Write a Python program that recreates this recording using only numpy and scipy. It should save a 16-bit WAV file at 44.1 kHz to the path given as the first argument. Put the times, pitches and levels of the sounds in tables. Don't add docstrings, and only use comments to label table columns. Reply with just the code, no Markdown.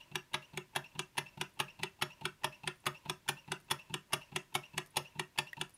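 import sys
import numpy as np
from scipy import signal
from scipy.fft import rfft, irfft
from scipy.io import wavfile
from scipy.ndimage import uniform_filter1d

SR = 44100
rng = np.random.default_rng(int(sys.argv[2]) if len(sys.argv) > 2 else 0)


def inscribe(sig):
    pcm = np.round(np.clip(np.atleast_2d(sig).T, -1, 1) * 32767)
    wavfile.write(sys.argv[1], SR, pcm.astype(np.int16))


N = 254456


# (time [s], speed [turns/min])
SPEED = [(.8, 143.33), (2, 142.41), (3.9, 142.21), (4.6, 143.85)]

def flywheel(first_knock_s=.155):
    t = np.arange(-SR, N + SR) / SR
    turns = np.cumsum(follow(SPEED, t)) / (60 * SR)
    return t, turns - np.interp(first_knock_s, t, turns)


# (time [s], angle [turns])
BACK_ANGLE = [(1, .4456), (3.7, .4548), (4.5, .4559)]

def knock_times():
    t, turns = flywheel()
    whole = np.arange(-1, np.interp(N / SR, t, turns))
    outs = np.interp(whole, turns, t)
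    backs = np.interp(whole + follow(BACK_ANGLE, outs), turns, t)
    return outs[1:], backs


# (time [s], relative level [dB])
OUT_FORCE = [(.15, -34), (.57, -38.5), (1, -35), (2.25, -33.7), (3.9, -35.5), (4.4, -33.5), (5.6, -35)]
BACK_FORCE = [(.3, -32), (2, -30.3), (2.8, -31), (4.099, -29.5), (4.7, -31), (5.4, -28.8)]
# (time [s], treble gain [dB])
BRIGHTNESS = [(.5, -1.6), (2.2, -1.2), (3.3, 1.2), (4.9, 1.6), (5.6, -1.8)]
# (time [s], thump gain [dB])
BASE_LOAD = [(.2, -1.8), (1, 0), (3.8, 1), (5.5, 0)]

def strokes(times, force, thump_db, rattle_s):
    thump_scatter, rattle_scatter = rng.standard_normal((len(times), 2)).T
    load_db = thump_db + follow(BASE_LOAD, times) + .5 * thump_scatter
    length_s = rattle_s * np.exp(.15 * rattle_scatter)
    return np.transpose([times, follow(force, times), follow(BRIGHTNESS, times), load_db, length_s])


# (frequency [Hz], t60 [s], out level [dB], back level [dB])
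FRAME_MODES = [(555, .09, -28, -17), (615, .11, -25, -4), (780, .05, -5, -2), (880, .055, -3, 4),
               (935, .06, -4, -1), (997, .07, -2, -3), (1098, .08, -17, -5), (1220, .07, -9, -7),
               (1333, .07, -7, -6), (1690, .025, -8, -7), (1815, .055, -15, -4), (2340, .05, -2, 0),
               (2640, .05, -2, 2), (2865, .06, -3, 0), (3200, .035, -5, -3), (3390, .06, -2, 2),
               (3490, .05, -3, -2), (3752, .07, -9, -7), (3880, .05, -9, -8), (4480, .035, -9, -9),
               (5170, .03, -13, -11), (5390, .22, -27, -17), (6480, .022, -8, -8), (7890, .025, -12, -22),
               (9020, .025, -5, -7), (9350, .025, -7, -9), (9950, .014, -13, -3), (10750, .02, -18, -11),
               (13040, .07, -25, -22)]
# (frequency [Hz], out density [dB], back density [dB])
CLATTER = [(278, -37, -32.5), (530, -12.5, -8), (733, -2, 2.5), (1090, -3, 3), (1490, 1, 0),
           (2700, -0.5, 3), (3260, 0, 0), (4300, -10, -7.5), (7000, -11, -10.5), (7960, -13.5, -17),
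           (9680, -11.5, -8), (11500, -21.5, -10), (12800, -17, -17.5), (15800, -42, -22)]

def knocks(rows, side, clatter_db, clatter_t60_s, touch_db, touch_lead_s, load_detune=.006):
    out, t = np.zeros(N), clock(.16)
    spectrum = np.array(CLATTER)[:, [0, 1 + side]]
    for s, db, treble_db, _, rattle_s in rows:
        swell = np.minimum(t / (.62 * rattle_s), 1)
        scatter = rng.standard_normal((len(FRAME_MODES), 3))
        ring = np.zeros(len(t))
        for (hz, t60, *side_db), (stray_db, cycles, detune) in zip(FRAME_MODES, scatter):
            partial = mode(t + abs(cycles) / hz, hz * (1 + load_detune * detune), t60)
            ring += amp(side_db[side] + stray_db) * unit(swell * partial)
        dense = colour(rng.standard_normal(len(t)) * decay(t, clatter_t60_s), spectrum)
        clatter = unit(signal.fftconvolve(dense, rattle(rattle_s, bounces=9))[:len(t)])
        blow = unit(unit(ring) + amp(clatter_db) * clatter)
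        blow = colour(blow, [(3800, 0), (7000, treble_db)]) * np.sqrt(.013 * SR)
        add(out, s, amp(db + 1) * blow)
        touch = signal.fftconvolve(dense, rattle(touch_lead_s, bounces=14))
        touch = colour(touch, [(900, -7.5), (2300, -3), (4000, -5), (10000, -9)])
        add(out, s - touch_lead_s, amp(db + touch_db) * unit(touch) * np.sqrt(.017 * SR))
    return out


def rattle(length_s, bounces):
    force = np.zeros(len(clock(length_s)))
    at = rng.integers(0, len(force), bounces)
    force[at] = rng.standard_normal(bounces) * (1 - .5 * at / len(force))
    force[0] = 1.29
    return force


# (delay [s], gain [dB], decay time [s], brightness [dB])
BACK_SCUFFS = [(-.03, -27.5, 0.017, -4), (0.079, -28.5, 0.017, 4.5)]

def back_stroke(rows):
    blows = knocks(rows, side=1, clatter_db=2.5, clatter_t60_s=.04, touch_db=-14.5, touch_lead_s=.0087)
    return blows + scuffs(rows, BACK_SCUFFS)


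# (time [s], relative level [dB])
SLACK_LEVEL = [(.3, -50), (1.8, -42), (3.05, -41), (3.5, -46.3), (5.15, -49), (5.57, -40.5)]
# (delay [s], gain [dB], decay time [s], brightness [dB])
OUT_SCUFFS = [(0, -7, 0.0091, 1), (.006, -4.5, 0.012, -4), (0.021, -18, .016, 4.5), (.032, -12, 0.013, 3.5)]

def out_stroke(rows, slack_lead_s=.0432):
    blows = knocks(rows, side=0, clatter_db=1.5, clatter_t60_s=.026, touch_db=-21, touch_lead_s=.005)
    slack_s = rows[:, 0] - slack_lead_s
    return blows + scuffs(zip(slack_s, follow(SLACK_LEVEL, slack_s)), OUT_SCUFFS)


# (frequency [Hz], t60 [s], level [dB])
BASE_MODES = [(88, 0.058, -11.5), (146.8, 0.16, -1.2), (159.9, 0.11, -1.5), (188, .15, -0.35),
              (299.7, 0.049, 7.5), (367.5, 0.11, 7.5), (388.3, 0.098, 5.5)]
# (delay [s], relative level [dB], contact time [s])
OUT_PUSHES = [(-.0412, -44, 0.0045), (-.0147, -42, 0.0046), (-.0005, -45.5, 0.002), (.006, -47.5, 0.0007)]
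BACK_PUSHES = [(-.0187, -61, 0.0032), (-.0027, -41.5, .0036), (.0065, -48.5, 0.0015), (0.025, -48.5, 0.004),
               (0.047, -50.5, .0048)]

def thumps(rows, pushes, jitter_s=.00023, attack_s=.0031):
    force, t = np.zeros(N), clock(.3)
    for s, _, _, load_db, _ in rows:
        for delay_s, db, contact_s in pushes:
            push = np.hanning(len(clock(contact_s)))
            start_s = s + delay_s + jitter_s * rng.standard_normal()
            add(force, start_s, amp(db + load_db + rng.standard_normal()) * push / push.sum())
    ring = sum(amp(db) * mode(t, hz, t60) for hz, t60, db in BASE_MODES)
    ring *= 1 - np.exp(-t / attack_s)
    ring = signal.lfilter(*signal.butter(2, 80, "high", fs=SR), ring)
    return signal.fftconvolve(force, ring)[:N]


# (frequency [Hz], density [dB])
SCUFF_SPECTRUM = [(300, -6), (600, -4.5), (760, 1), (900, 16), (1020, 0.5), (1150, -8), (2200, -7.5),
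                  (2450, -3), (2680, 10), (2950, -5), (3400, -5), (4200, -7), (5000, -19), (15000, -27.5)]

def scuffs(rows, contacts, slips_per_s=3500, jitter_s=.0013):
    out = np.zeros(N)
    for s, db, *_ in rows:
        for delay_s, rub_db, decay_s, bright_db in contacts:
            u = clock(3 * decay_s) / decay_s
            slips = rng.standard_normal(len(u)) * (rng.random(len(u)) < slips_per_s / SR)
            rub = colour(slips * np.minimum(u / .23, 1) * np.exp(-u ** 2), SCUFF_SPECTRUM)
            rub = colour(rub, [(1100, 0), (2600, bright_db), (6000, 2.6 * bright_db)])
            start_s = s + delay_s + jitter_s * rng.standard_normal()
            add(out, start_s, amp(db + rub_db) * unit(rub) * np.sqrt(.5 * decay_s * SR))
    return out


# (time [s], relative level [dB], starting pitch [Hz])
SLIDE_GRIP = [(.3, -58.5, 2790), (.85, -55.5, 2650), (2.6, -55.5, 2635), (5.5, -56.3, 2715)]

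def squeaks(backs, delay_s=.0775, attack_s=.005, release_s=.013, gain_db=-2, rise=.058):
    out, t = np.zeros(N), clock(.044)
    flare_db = 7.5 * np.exp(-((t - .011) / .0043) ** 2)
    envelope = np.minimum(t / attack_s, 1) * np.minimum((t[-1] - t) / release_s, 1) * amp(flare_db)
    bend = 1 + rise * (1 + np.tanh((t - .0211) / .0074)) / 2
    octave = amp(-17) * (2 * t / t[-1]) ** 2
    for s in backs + delay_s:
        hz = follow(SLIDE_GRIP, s, column=2) * bend ** rng.uniform(.6, 1.15)
        phase = slip_phase(hz, waver=.028)
        grip_db = follow(SLIDE_GRIP, s) + 2.5 * wander(len(t), size=90)
        tone = np.sin(phase) + octave * np.sin(2 * phase)
        add(out, s, np.sqrt(2) * amp(gain_db + grip_db) * envelope * tone)
    return out


def slide_whines(outs, delay_s, length_s, start_hz, end_hz, level_db):
    out, t = np.zeros(N), clock(length_s)
    for s in outs:
        tone = np.sin(slip_phase(np.linspace(start_hz, end_hz, len(t)), waver=.03))
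        grip_db = 2 * rng.standard_normal() + 2 * wander(len(t), size=90)
        add(out, s + delay_s, amp(level_db + grip_db) * np.hanning(len(t)) * tone)
    return out


def slip_phase(hz, waver):
    return 2 * np.pi * np.cumsum(hz * (1 + waver * wander(len(hz), size=60))) / SR


# (turn [index], relative level [dB], length [s])
CHIRPS = [(3, -67, .012), (6, -64, .012), (8, -70, .012), (11, -62, .014), (13, -55.5, .03)]

def bearing_chirps(outs, delay_s=.126, gain_db=3):
    out, t = np.zeros(N), clock(.05)
    hz = 9650 + 500 * np.exp(-(t / .009) ** 2)
    for turn, db, length_s in CHIRPS:
        u = t / length_s
        envelope = np.minimum(u / .19, 1) * np.exp(-3 * u ** 2)
        tone = np.sin(slip_phase(hz, waver=.006))
        add(out, outs[turn] + delay_s, amp(db + gain_db) * envelope * tone)
    return out


# (turn [index], relative level [dB])
TICKS = [(3, -70), (6, -70), (8, -64), (11, -59), (13, -62)]

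def joint_ticks(outs, delay_s=.083, gain_db=5, bounce_s=.01, bounce_db=-4):
    out, t = np.zeros(N), clock(.05)
    spectrum = [(1000, -1), (8500, -11), (9300, 5), (10300, -16), (12200, 0), (14000, -23)]
    for turn, db in TICKS:
        for bounce in range(2):
            tick = amp(db + gain_db + bounce * bounce_db) * noise(spectrum, len(t)) * np.exp(-t / .0035)
            add(out, outs[turn] + delay_s + bounce * bounce_s, tick)
    return out


# (time [s], level [dB], frequency [Hz], t60 [s])
PING = (5.5308, -35, 1900, .022)

def ping():
    out, t = np.zeros(N), clock(.038)
    s, db, hz, t60 = PING
    ring = mode(t, hz, t60) * np.minimum(t / .002, 1)
    snap = noise([(300, -20), (700, 0), (3300, 0), (6000, -6), (14000, -9)], len(t))
    snap *= np.exp(-(t / .003) ** 2)
    add(out, s, amp(db) * (ring / ring.max() + amp(-13) * snap))
    return out


def bearing_whisper(level_db=-73, peak_turn=.69):
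    turns = np.interp(np.arange(N) / SR, *flywheel())
    load_db = 5 * np.cos(2 * np.pi * (turns - peak_turn))
    spectrum = [(300, -24), (600, 7), (750, -7), (970, 12.5), (1200, -5), (2100, -2), (2700, 4.5),
                (3600, -8.5), (6000, -12), (15000, -21.5)]
    return amp(level_db + load_db) * noise(spectrum, N)


# (frequency [Hz], level [dB], t60 [s])
ROOM = [(150, -5.5, 0.092), (443, -3, 0.23), (575, -2, 0.23), (854, -14.5, 0.17), (1330, -1.5, 0.17),
        (1860, -7.5, 0.21), (2430, -10, 0.17), (3680, -20.5, 0.26), (5580, -8, 0.19), (9900, -18, 0.22),
        (15000, -15.5, 0.29)]

def room(x, patterns=4, build_s=.019, drift_s=1.117):
    out, t, table = np.zeros(N), clock(.4), np.array(ROOM)
    for k in range(patterns):
        hz, frame_s, bands = signal.stft(rng.standard_normal(len(t)), SR, nperseg=256)
        t60 = read(table[:, [0, 2]], hz)[:, None]
        gain = amp(read(table[:, :2], hz))[:, None] * np.sqrt(2 * np.log(1000) / t60 / SR)
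        tail = signal.istft(bands * gain * decay(frame_s, t60), SR, nperseg=256)[1][:len(t)]
        tail *= np.minimum(t / build_s, 1)
        share = np.cos(np.pi * (np.arange(N) / SR / drift_s + k / patterns)) * np.sqrt(2 / patterns)
        out += signal.fftconvolve(x * share, tail)[:N]
    return out


# (frequency [Hz], density [dB])
AIR_SPECTRUM = [(15, -54), (25, -2.5), (82, -1.5), (140, 1), (267, -7.5), (368, -5.5), (482, -17),
                (919, -16), (2010, -14.5), (2700, -18), (3630, -18), (9550, -23.5), (15500, -26)]

def air(level_db=-68.5):
    return amp(level_db) * noise(AIR_SPECTRUM, N)


def amp(db):
    return 10 ** (np.asarray(db) / 20)


def clock(seconds):
    return np.arange(max(int(seconds * SR), 8)) / SR


def unit(x):
    return x / np.sqrt(np.sum(x ** 2) + 1e-20)


def decay(t, t60):
    return np.exp(-np.log(1000) * t / t60)


def mode(t, hz, t60):
    return np.sin(2 * np.pi * hz * t) * decay(t, t60)


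def follow(curve, s, column=1):
    table = np.array(curve)
    return np.interp(s, table[:, 0], table[:, column])


def read(points, hz):
    f, value = np.transpose(points)
    return np.interp(np.log(hz + 1), np.log(f), value)


def add(mix, s, sound):
    start = round(s * SR)
    part = mix[max(start, 0):][:max(len(sound) + min(start, 0), 0)]
    part += sound[max(-start, 0):][:len(part)]


def colour(x, points, size=4096):
    log_gain = np.log(amp(read(points, abs(np.fft.fftfreq(size, 1 / SR)))))
    taps = np.fft.ifft(np.exp(np.conj(signal.hilbert(log_gain)))).real
    return signal.fftconvolve(x, taps[:size // 2])[:len(x)]


def noise(points, count):
    gain = amp(read(points, np.fft.rfftfreq(count, 1 / SR)))
    return unit(irfft(rfft(rng.standard_normal(count)) * gain, count)) * np.sqrt(count)


def wander(count, size):
    return unit(uniform_filter1d(rng.standard_normal(count), size)) * np.sqrt(count)


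def scene():
    outs, backs = knock_times()
    out_knocks = strokes(outs, OUT_FORCE, thump_db=-.6, rattle_s=.0036)
    back_knocks = strokes(backs, BACK_FORCE, thump_db=.57, rattle_s=.005)
    metal = out_stroke(out_knocks) + back_stroke(back_knocks) + squeaks(backs)
    metal += bearing_chirps(outs) + joint_ticks(outs) + bearing_whisper()
    metal += slide_whines(outs, delay_s=.016, length_s=.048, start_hz=2790, end_hz=2630, level_db=-53.5)
    metal += slide_whines(outs, delay_s=-.043, length_s=.019, start_hz=2710, end_hz=2650, level_db=-63.5)
    metal += slide_whines(outs, delay_s=-.08, length_s=.019, start_hz=2575, end_hz=2710, level_db=-66)
    base = thumps(out_knocks, OUT_PUSHES) + thumps(back_knocks, BACK_PUSHES)
    reflections = room(metal + amp(-7) * base)
    return (metal + base + reflections + ping() + air())[None]


def record(dry, cutoff_hz=15700):
    taps = signal.firwin(255, cutoff_hz, window=("kaiser", 9), fs=SR)
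    return signal.oaconvolve(dry, taps[None], "same")


dry = scene()
out = record(dry)
inscribe(out)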